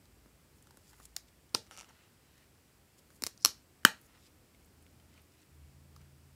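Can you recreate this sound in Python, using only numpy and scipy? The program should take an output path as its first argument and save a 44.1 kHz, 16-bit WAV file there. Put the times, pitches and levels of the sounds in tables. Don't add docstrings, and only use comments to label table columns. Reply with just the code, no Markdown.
import sys
import numpy as np
from scipy import signal
from scipy.fft import rfft, irfft
from scipy.io import wavfile

SR = 44100
rng = np.random.default_rng(int(sys.argv[2]) if len(sys.argv) > 2 else 0)


def output_pcm(signal):
    pcm = np.clip(np.atleast_2d(signal).T, -1, 1) * 32767
    wavfile.write(sys.argv[1], SR, np.round(pcm).astype(np.int16))


def invert_db(x):
    u = np.asarray(x, float) / 20
    return 10 ** u


N = 280035

# f/Hz, density/dB
RUMBLE_SPECTRUM = [(15, -45), (25, -15), (38, -3), (59, 5), (167, -1.5), (310, -4), (546, -14),
                   (1310, -26.5), (1500, -30), (1950, -48), (3300, -120)]
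# t/s, level/dB
RUMBLE_LEVEL = [(0.0, -72), (1.48, -73), (1.73, -70), (2.05, -73.5), (4.86, -70.5), (5.48, -72.5),
                (6.01, -70), (6.35, -72.5)]
# f/Hz, density/dB
HISS_SPECTRUM = [(300, 6.5), (1000, 1.5), (2500, 0), (3700, -4.5), (5000, -2), (6400, -5.5), (8000, -2),
                 (10000, -6.5), (12000, -4), (13500, -9.5), (15000, -4.5), (16400, -10.5)]
# f/Hz, width/Hz
ROOM_MODES = [(79, 12.2), (137, 3.3)]
ROOM_MODE_LEVELS = [-79.5, -82]
# t/s, length/s, level/dB, f/Hz
HUMS = [
    (0.05, .42, -69, 55),
    (0.88, .52, -70, 55),
    (4.15, .3, -73, 82),
    (4.7, .65, -69, 80),
    (4.65, .6, -75, 137),
    (5.5, .24, -57, 76),
    (5.7, .8, -63.5, 80),
    (5.47, 1.0, -65.5, 137),
    (5.6, .7, -77, 190),
]
# f/Hz, T60/s
ROOM_T60 = [(150, .22), (500, .2), (1500, .2), (5000, .225), (8000, .19), (12000, .15), (16000, .11)]
# f/Hz, level/dB
ROOM_SPECTRUM = [(150, 3.5), (500, 0), (1500, -3), (4000, -4.5), (8000, -4.5), (12000, -2.5), (16000, -6)]
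# t/s, peak/dB, f/Hz
THUMPS = [(1.545, -39, 116), (1.548, -35, 335), (3.224, -37, 250), (3.239, -49, 89.34), (3.265, -50.5, 198),
          (3.851, -41, 151.6), (5.56, -59, 76), (0.26, -51, 216), (0.745, -56, 292), (0.773, -52.5, 295),
          (1.0, -53.5, 220), (1.552, -25.5, 950), (3.272, -48, 300), (3.451, -37, 260),
          (3.8525, -28.5, 270)]
# peak t/s, length/s, level/dB, spectral centre/octaves above 1 kHz
STROKES = [(0.06, .12, -78, 2.3), (0.588, 0.055, -71, 3.1), (0.91, 0.18, -65, 2.7),
           (0.942, 0.049, -62.5, 0.86), (1.014, 0.066, -62, 0.89), (1.048, 0.18, -60.5, 2.85),
           (1.29, 0.023, -64, 2.1), (1.908, 0.058, -64, 0.41), (2.04, 0.58, -68.5, 1.03),
           (2.433, 0.45, -69, 1.3), (2.995, 0.031, -61.5, 2.8), (3.166, 0.11, -66, 3.2),
           (3.404, 0.055, -70, 1.2), (4.068, 0.11, -64.5, 2.9), (4.173, 0.21, -65.5, 0.93),
           (4.274, 0.12, -62, 2.2), (5.198, .18, -66, 0.93), (5.34, .08, -75, 2.2), (5.431, .12, -67, 1.5),
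           (6.027, .14, -71, 0.65)]
# t/s, peak/dB, f/Hz
TICKS = [(0.055, -50.5, 930), (0.26, -54, 1100), (0.671, -45.5, 1130), (0.708, -45.5, 950),
         (0.931, -48.5, 1230), (1.0, -46, 1230), (2.379, -53, 1420), (3.104, -50.5, 1280),
         (4.547, -54.5, 2260), (4.865, -50.5, 2330), (4.999, -54, 2650), (5.177, -51, 2115),
         (5.963, -46.5, 1100), (5.9625, -52.5, 5000), (6.014, -54, 1711), (0.625, -48, 7850),
         (0.771, -49, 8900), (1.493, -55, 5500), (0.772, -49, 1040), (0.879, -53, 5660), (1.054, -38, 7000),
         (4.014, -48.5, 11700), (4.269, -55, 4790), (4.646, -55, 5790), (4.659, -54.5, 12350),
         (4.825, -52, 9140), (5.14, -57, 5130), (5.218, -54, 11900), (5.319, -59.5, 5450),
         (5.418, -54.5, 8350)]
# t/s, level/dB
HINGE_DRAG = [(1.709, -66), (1.735, -59), (1.758, -59), (1.764, -75), (1.80, -61), (1.83, -65), (1.86, -72)]
# t/s, slips/count, first gap/ms, gap growth/ratio, peak/dB
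HINGE_RUNS = [
    (1.6665, 2, 5.3, 1, -53),
    (1.7111, 1, 5, 1, -37),
    (1.7174, 10, 4.0, 1.025, -47),
    (1.7659, 1, 5, 1, -42),
    (1.7746, 5, 5.2, 1, -39),
    (1.8021, 5, 8.7, 1.17, -39),
    (1.8905, 3, 4.5, 1.3, -53),
]
# t/s, peak/dB
LATCH_SLIPS = [(3.3764, -43), (3.4201, -47), (3.428, -43), (3.4309, -50), (3.4354, -49), (3.4459, -35)]
# start t/s, end t/s, level/dB, f/Hz, width/Hz
SQUEAK = (3.4, 3.446, -60, 5100, 400)

# f/Hz, width/Hz, level/dB
MODES_PRIED = [(350, 210, -12.5), (750, 120, -10), (1320, 190, -6), (2900, 230, -7.5), (8800, 2000, -13),
               (2030, 280, -7.0), (3600, 220, -5.0), (4210, 570, -7.5), (5060, 630, 2.5), (6800, 610, -2.0),
               (9500, 1300, -13), (11900, 580, -12), (13700, 540, -8.5), (15900, 510, -5.0)]
MODES_POPPING = [(800, 1300, -12.0), (2030, 280, -15.0), (7200, 400, -28.0), (356, 240, 7), (1360, 120, -4),
                 (2880, 1200, -1.5), (3570, 420, 3), (4790, 1230, 9.5), (6220, 700, -0.5), (8550, 630, 2.5),
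                 (10840, 480, -5.0), (12320, 800, -7.5), (14300, 260, -45)]
MODES_HINGE = [(606, 870, -2.5), (950, 340, -9), (1287, 160, -2), (2260, 320, -6.5), (2770, 350, -1.5),
               (3710, 600, -18), (4540, 600, -7), (5680, 480, -1.5), (7033, 1800, -10.5), (9630, 700, -9.5),
               (11170, 1300, -20.5), (13990, 1400, -25)]
MODES_MEETING = [(290, 460, -11), (1227.6, 394, -11.5), (2140, 556, -8.5), (4305, 770, -4), (5480, 730, -1),
                 (7200, 690, -4.5), (8610, 560, -8), (9556, 680, -9), (10980, 474, -4.5),
                 (12380, 650, -20.5), (15170, 1040, -7)]
MODES_LATCHING = [(260, 150, -22), (420, 290, -21.5), (741.3, 350, -27), (5190, 160, -12.0),
                  (12800, 603, -15.5), (1200, 232.6, -7.5), (2660, 1000, -12.0), (4320, 274, -2),
                  (5610, 590, -2), (7800, 630, -11.5), (9170, 395, -13.5), (10680, 602.5, -11.0),
                  (11900, 1230, -13.0), (14870, 290, -33.5)]
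MODES_SEALED = [(250, 200, -11.5), (610, 190, -20.5), (1110.0, 650, -12.0), (5750, 170, -21.0),
                (12850, 2400, -29), (1715, 450, -3.5), (3050, 250, -8), (4300, 660, -18.5),
                (5000, 410, -31.0), (6640, 240, -23.5), (7100, 346, -23.5), (8240, 380, -16.0),
                (10000, 338, -25.5), (11270, 700, -28.0), (14900, 2500, -24.5)]

# t/s, peak/dB, contact length/ms
PRY = [
    (1.1637, -29, .4),
    (1.1642, -24, .5),
    (1.1649, -25, .5),
    (1.1655, -26, .3),
]
POP = [
    (1.5441, -38, 1.5),
    (1.5472, -34, 1.2),
    (1.5479, -10, 1.2),
    (1.5505, -26.5, 0.4),
]
MEET = [
    (3.221, -40, 0.36),
    (3.2218, -24, 0.42),
    (3.2373, -15.5, 0.53),
    (3.238, -22, 0.42),
    (3.2658, -17, 0.13),
    (3.2697, -20, 0.55),
]
LATCH = [
    (3.4489, 1.5, 0.28),
    (3.4582, -6, 0.17),
]
SEAL_EDGE = [
    (3.8498, -4.5, 0.4),
]
SEAL = [
    (3.8335, -50, 0.51),
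    (3.85, -16, 0.68),
    (3.8506, -0.5, 1),
    (3.8512, -5, 0.69),
]


def rms_one(x):
    return x / np.sqrt(np.mean(x ** 2) + 1e-20)


def in_time(rows, outside=None):
    s, *columns = np.transpose(rows)
    return [np.interp(np.arange(N) / SR, s, column, outside, outside) for column in columns]


def at_hz(points, hz):
    points_hz, values = np.transpose(points)
    return np.interp(np.log(hz), np.log(points_hz), values)


def resonance(x, hz, width_hz):
    r = np.exp(-np.pi * width_hz / SR)
    zeros = np.array([1, 0, -1]) * (1 - r * r) / 2
    poles = [1, -2 * r * np.cos(2 * np.pi * hz / SR), r * r]
    return signal.lfilter(zeros, poles, x)


def coloured(points):
    hz = np.maximum(np.fft.rfftfreq(N, 1 / SR), 1)
    spectrum = rfft(rng.standard_normal(N)) * invert_db(at_hz(points, hz))
    return rms_one(irfft(spectrum, N))


def add(out, s, sound):
    i = round(s * SR)
    out[i:i + len(sound)] += sound[:N - i]


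def drift(rate_hz):
    r = np.exp(-80 * np.pi * rate_hz / SR)
    noise = rng.standard_normal(N // 40 + 2002)
    slow = signal.lfilter([1], [1, -2 * r, r * r], noise)[2000:]
    return np.interp(np.arange(N) / 40, np.arange(len(slow)), rms_one(slow))


def hums():
    attack_s, release_s, flutter_db, wobble_hz = .05, .1, 1.5, 1.2
    out, t = np.zeros(N), np.arange(N) / SR
    for s, length_s, db, hz in HUMS:
        rise, fall = (t - s) / attack_s, (s + length_s - t) / release_s
        shape = np.clip(np.minimum(rise, fall), 0, 1)
        turns = np.cumsum(hz + wobble_hz * drift(6.5)) / SR
        level = invert_db(db + flutter_db * drift(15.0))
        out += shape * level * np.sqrt(2) * np.sin(2 * np.pi * turns)
    return out


def background():
    hiss_db, sway_db, sway_hz = -69, -0.5, 2.5
    rumble_db = in_time(RUMBLE_LEVEL)[0] + 5.0 + sway_db * drift(sway_hz)
    out = invert_db(rumble_db) * coloured(RUMBLE_SPECTRUM)
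    out += invert_db(hiss_db) * coloured([(100, -42.5)] + HISS_SPECTRUM)
    for (hz, width_hz), db in zip(ROOM_MODES, ROOM_MODE_LEVELS):
        mode = resonance(rng.standard_normal(N), hz, width_hz)
        out += invert_db(db) * rms_one(resonance(mode, hz, 2 * width_hz))
    return out + hums()


def room(x):
    first_echo_s = 0.0012
    t, tail = np.arange(SR // 2) / SR, 0
    for hz in 90 * 2 ** np.arange(0, 7.6, .5):
        band_filter = signal.butter(2, [hz / 1.19, hz * 1.19], "band", fs=SR, output="sos")
        band = signal.sosfilt(band_filter, rng.standard_normal(len(t)))
        tail = tail + band * invert_db(at_hz(ROOM_SPECTRUM, hz) - 60 * t / at_hz(ROOM_T60, hz))
    tail = tail * (1 - np.exp(-(t / first_echo_s) ** 2))
    return signal.fftconvolve(x, tail / np.sqrt(np.sum(tail ** 2)))[:N]


def thumps():
    out, click = np.zeros(N), np.eye(1, 8000)[0]
    for s, db, hz in THUMPS:
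        push = resonance(resonance(click, hz, 0.24 * hz), hz, 6.3 * hz)
        add(out, s, invert_db(db) * push / np.abs(push).max())
    return out


def rubbing():
    rise_share, edge_loss_db, grains_per_s = 0.9, 15.5, 6000
    grain_db = 3.085 * np.minimum(rng.exponential(1, N), 3)
    grains = rng.standard_normal(N) * invert_db(grain_db) * (rng.random(N) < grains_per_s / SR)
    bands = []
    for octave in np.linspace(0, 3.7, num=9):
        hz = 1000 * 2 ** octave
        band = resonance(resonance(grains, hz, 0.45 * hz), hz, 0.6 * hz)
        bands.append((octave, rms_one(band)))
    out = np.zeros(N)
    for s, length_s, db, centre in STROKES:
        start = s - rise_share * length_s
        edge_db = db - edge_loss_db
        level_db, = in_time([(start, edge_db), (s, db), (start + length_s, edge_db)], outside=-200)
        rub = sum(invert_db(-2.5 - 10 * (octave - centre) ** 2) * band for octave, band in bands)
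        out += invert_db(level_db) * rub
    return out


def contact(length_ms, rough):
    t = np.arange(1000) / SR
    fade = np.exp(-1000 * t / max(length_ms, .05))
    slips = rough * rng.standard_normal(len(t)) * fade
    slips[0] = 1
    return slips


def ticks():
    out = np.zeros(N)
    for s, db, hz in TICKS:
        push = contact(2.5, rough=1.5)
        ring = resonance(resonance(push, hz, 0.46 * hz), hz, 1.9 * hz)
        tap = ring + invert_db(-11) * resonance(push, 3000, 6300)
        add(out, s, invert_db(db - 1.3) * tap / np.abs(tap).max())
    return out


def hinge_drag():
    chatter = rng.standard_normal(N) * (rng.random(N) < 2500 / SR)
    body = 0
    for k, (hz, width_hz, db) in enumerate(MODES_HINGE):
        body = body + (-1) ** k * invert_db(db) * resonance(chatter, hz, width_hz)
    return invert_db(in_time(HINGE_DRAG, outside=-120)[0] - 1.5) * rms_one(body)


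def squeak():
    start, end, db, hz, width_hz = SQUEAK
    slips = rng.standard_normal(N) * (rng.random(N) < 1500 / SR)
    tone = resonance(resonance(slips, hz, width_hz), hz, width_hz)
    level_db, = in_time([(start, db - 8), (end, db)], outside=-120)
    return invert_db(level_db) * rms_one(tone)


def hinge_slips():
    gap_jitter, weak_slip_db, loss_db_per_doubling = .04, -45, 13
    rows = []
    for s, count, gap_ms, growth, db in HINGE_RUNS:
        for k in range(count):
            uneven_db = 2.5 * rng.standard_normal() if db < weak_slip_db else 0
            slowing_db = loss_db_per_doubling * k * np.log2(growth) * (k > 1)
            rows.append((s, db - slowing_db + uneven_db))
            s += gap_ms / 1000 * growth ** k * (1 + gap_jitter * rng.standard_normal())
    return rows


def strikes(rows, modes, scatter_db, rough, length_ms=None, gain_db=0):
    out = np.zeros((2, N))
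    for row in rows:
        push = contact(length_ms or row[2], rough)
        shift = rng.standard_normal(len(modes))
        ring, power = 0, 0
        for k, (hz, width_hz, db) in enumerate(modes):
            swell = resonance(push, hz, 2.2 * width_hz)
            gain = (-1) ** k * invert_db(db + scatter_db * shift[k]) * np.sqrt(width_hz)
            ring = ring + gain * rms_one(resonance(swell, hz, width_hz))
            wide = rms_one(resonance(contact(1, rough=0), hz, 1.1 * width_hz + .04 * hz))
            power = power + np.abs(gain * rfft(wide)) ** 2
        phase = np.angle(rfft(contact(2.0, rough=3.0)))
        blur = np.roll(irfft(np.sqrt(power) * np.exp(1j * phase)), 45)
        ring = invert_db(row[1] + gain_db) * ring / np.abs(ring).max()
        add(out[0], row[0], ring)
        add(out[1], row[0] + rng.uniform(0, .002), rms_one(blur) * np.sqrt(np.mean(ring ** 2)))
    return out


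def cap():
    out = strikes(PRY, MODES_PRIED, 0.91, rough=0.9)
    out += strikes(POP, MODES_POPPING, 1.2, rough=0.31)
    out += strikes(hinge_slips(), MODES_HINGE, 4.1, rough=0.11, length_ms=1.0, gain_db=2.5)
    out += strikes(MEET, MODES_MEETING, 2.144, rough=0.3)
    latch_slips = LATCH_SLIPS + [(3.4105, -50), (3.4252, -44)]
    out += strikes(latch_slips, MODES_HINGE[5:10], 2.494, rough=0.312, length_ms=.6, gain_db=-0.6)
    out += strikes(LATCH, MODES_LATCHING, 1.0, rough=0.1)
    out += strikes(SEAL_EDGE, MODES_MEETING[2:], 1.511, rough=0.065)
    out += strikes(SEAL, MODES_SEALED, 0.65, rough=.15)
    return out


def scene():
    room_db = -16.5
    floor = background()
    direct, around = cap()
    handling = thumps() + hinge_drag() + squeak() + ticks() + rubbing()
    return (direct + handling + invert_db(room_db) * room(around + handling) + floor)[None]


def roll_off(x):
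    return signal.sosfilt(signal.butter(12, 16530, fs=SR, output="sos"), x)


def record(dry):
    clipped = np.clip(dry, -.94, .94)
    lean = signal.sosfilt(signal.butter(3, 44, "high", fs=SR, output="sos"), clipped)
    mix = signal.sosfilt(signal.cheby2(10, 50, 16600, fs=SR, output="sos"), lean)
    return roll_off(mix)


dry = scene()
out = record(dry)
output_pcm(out)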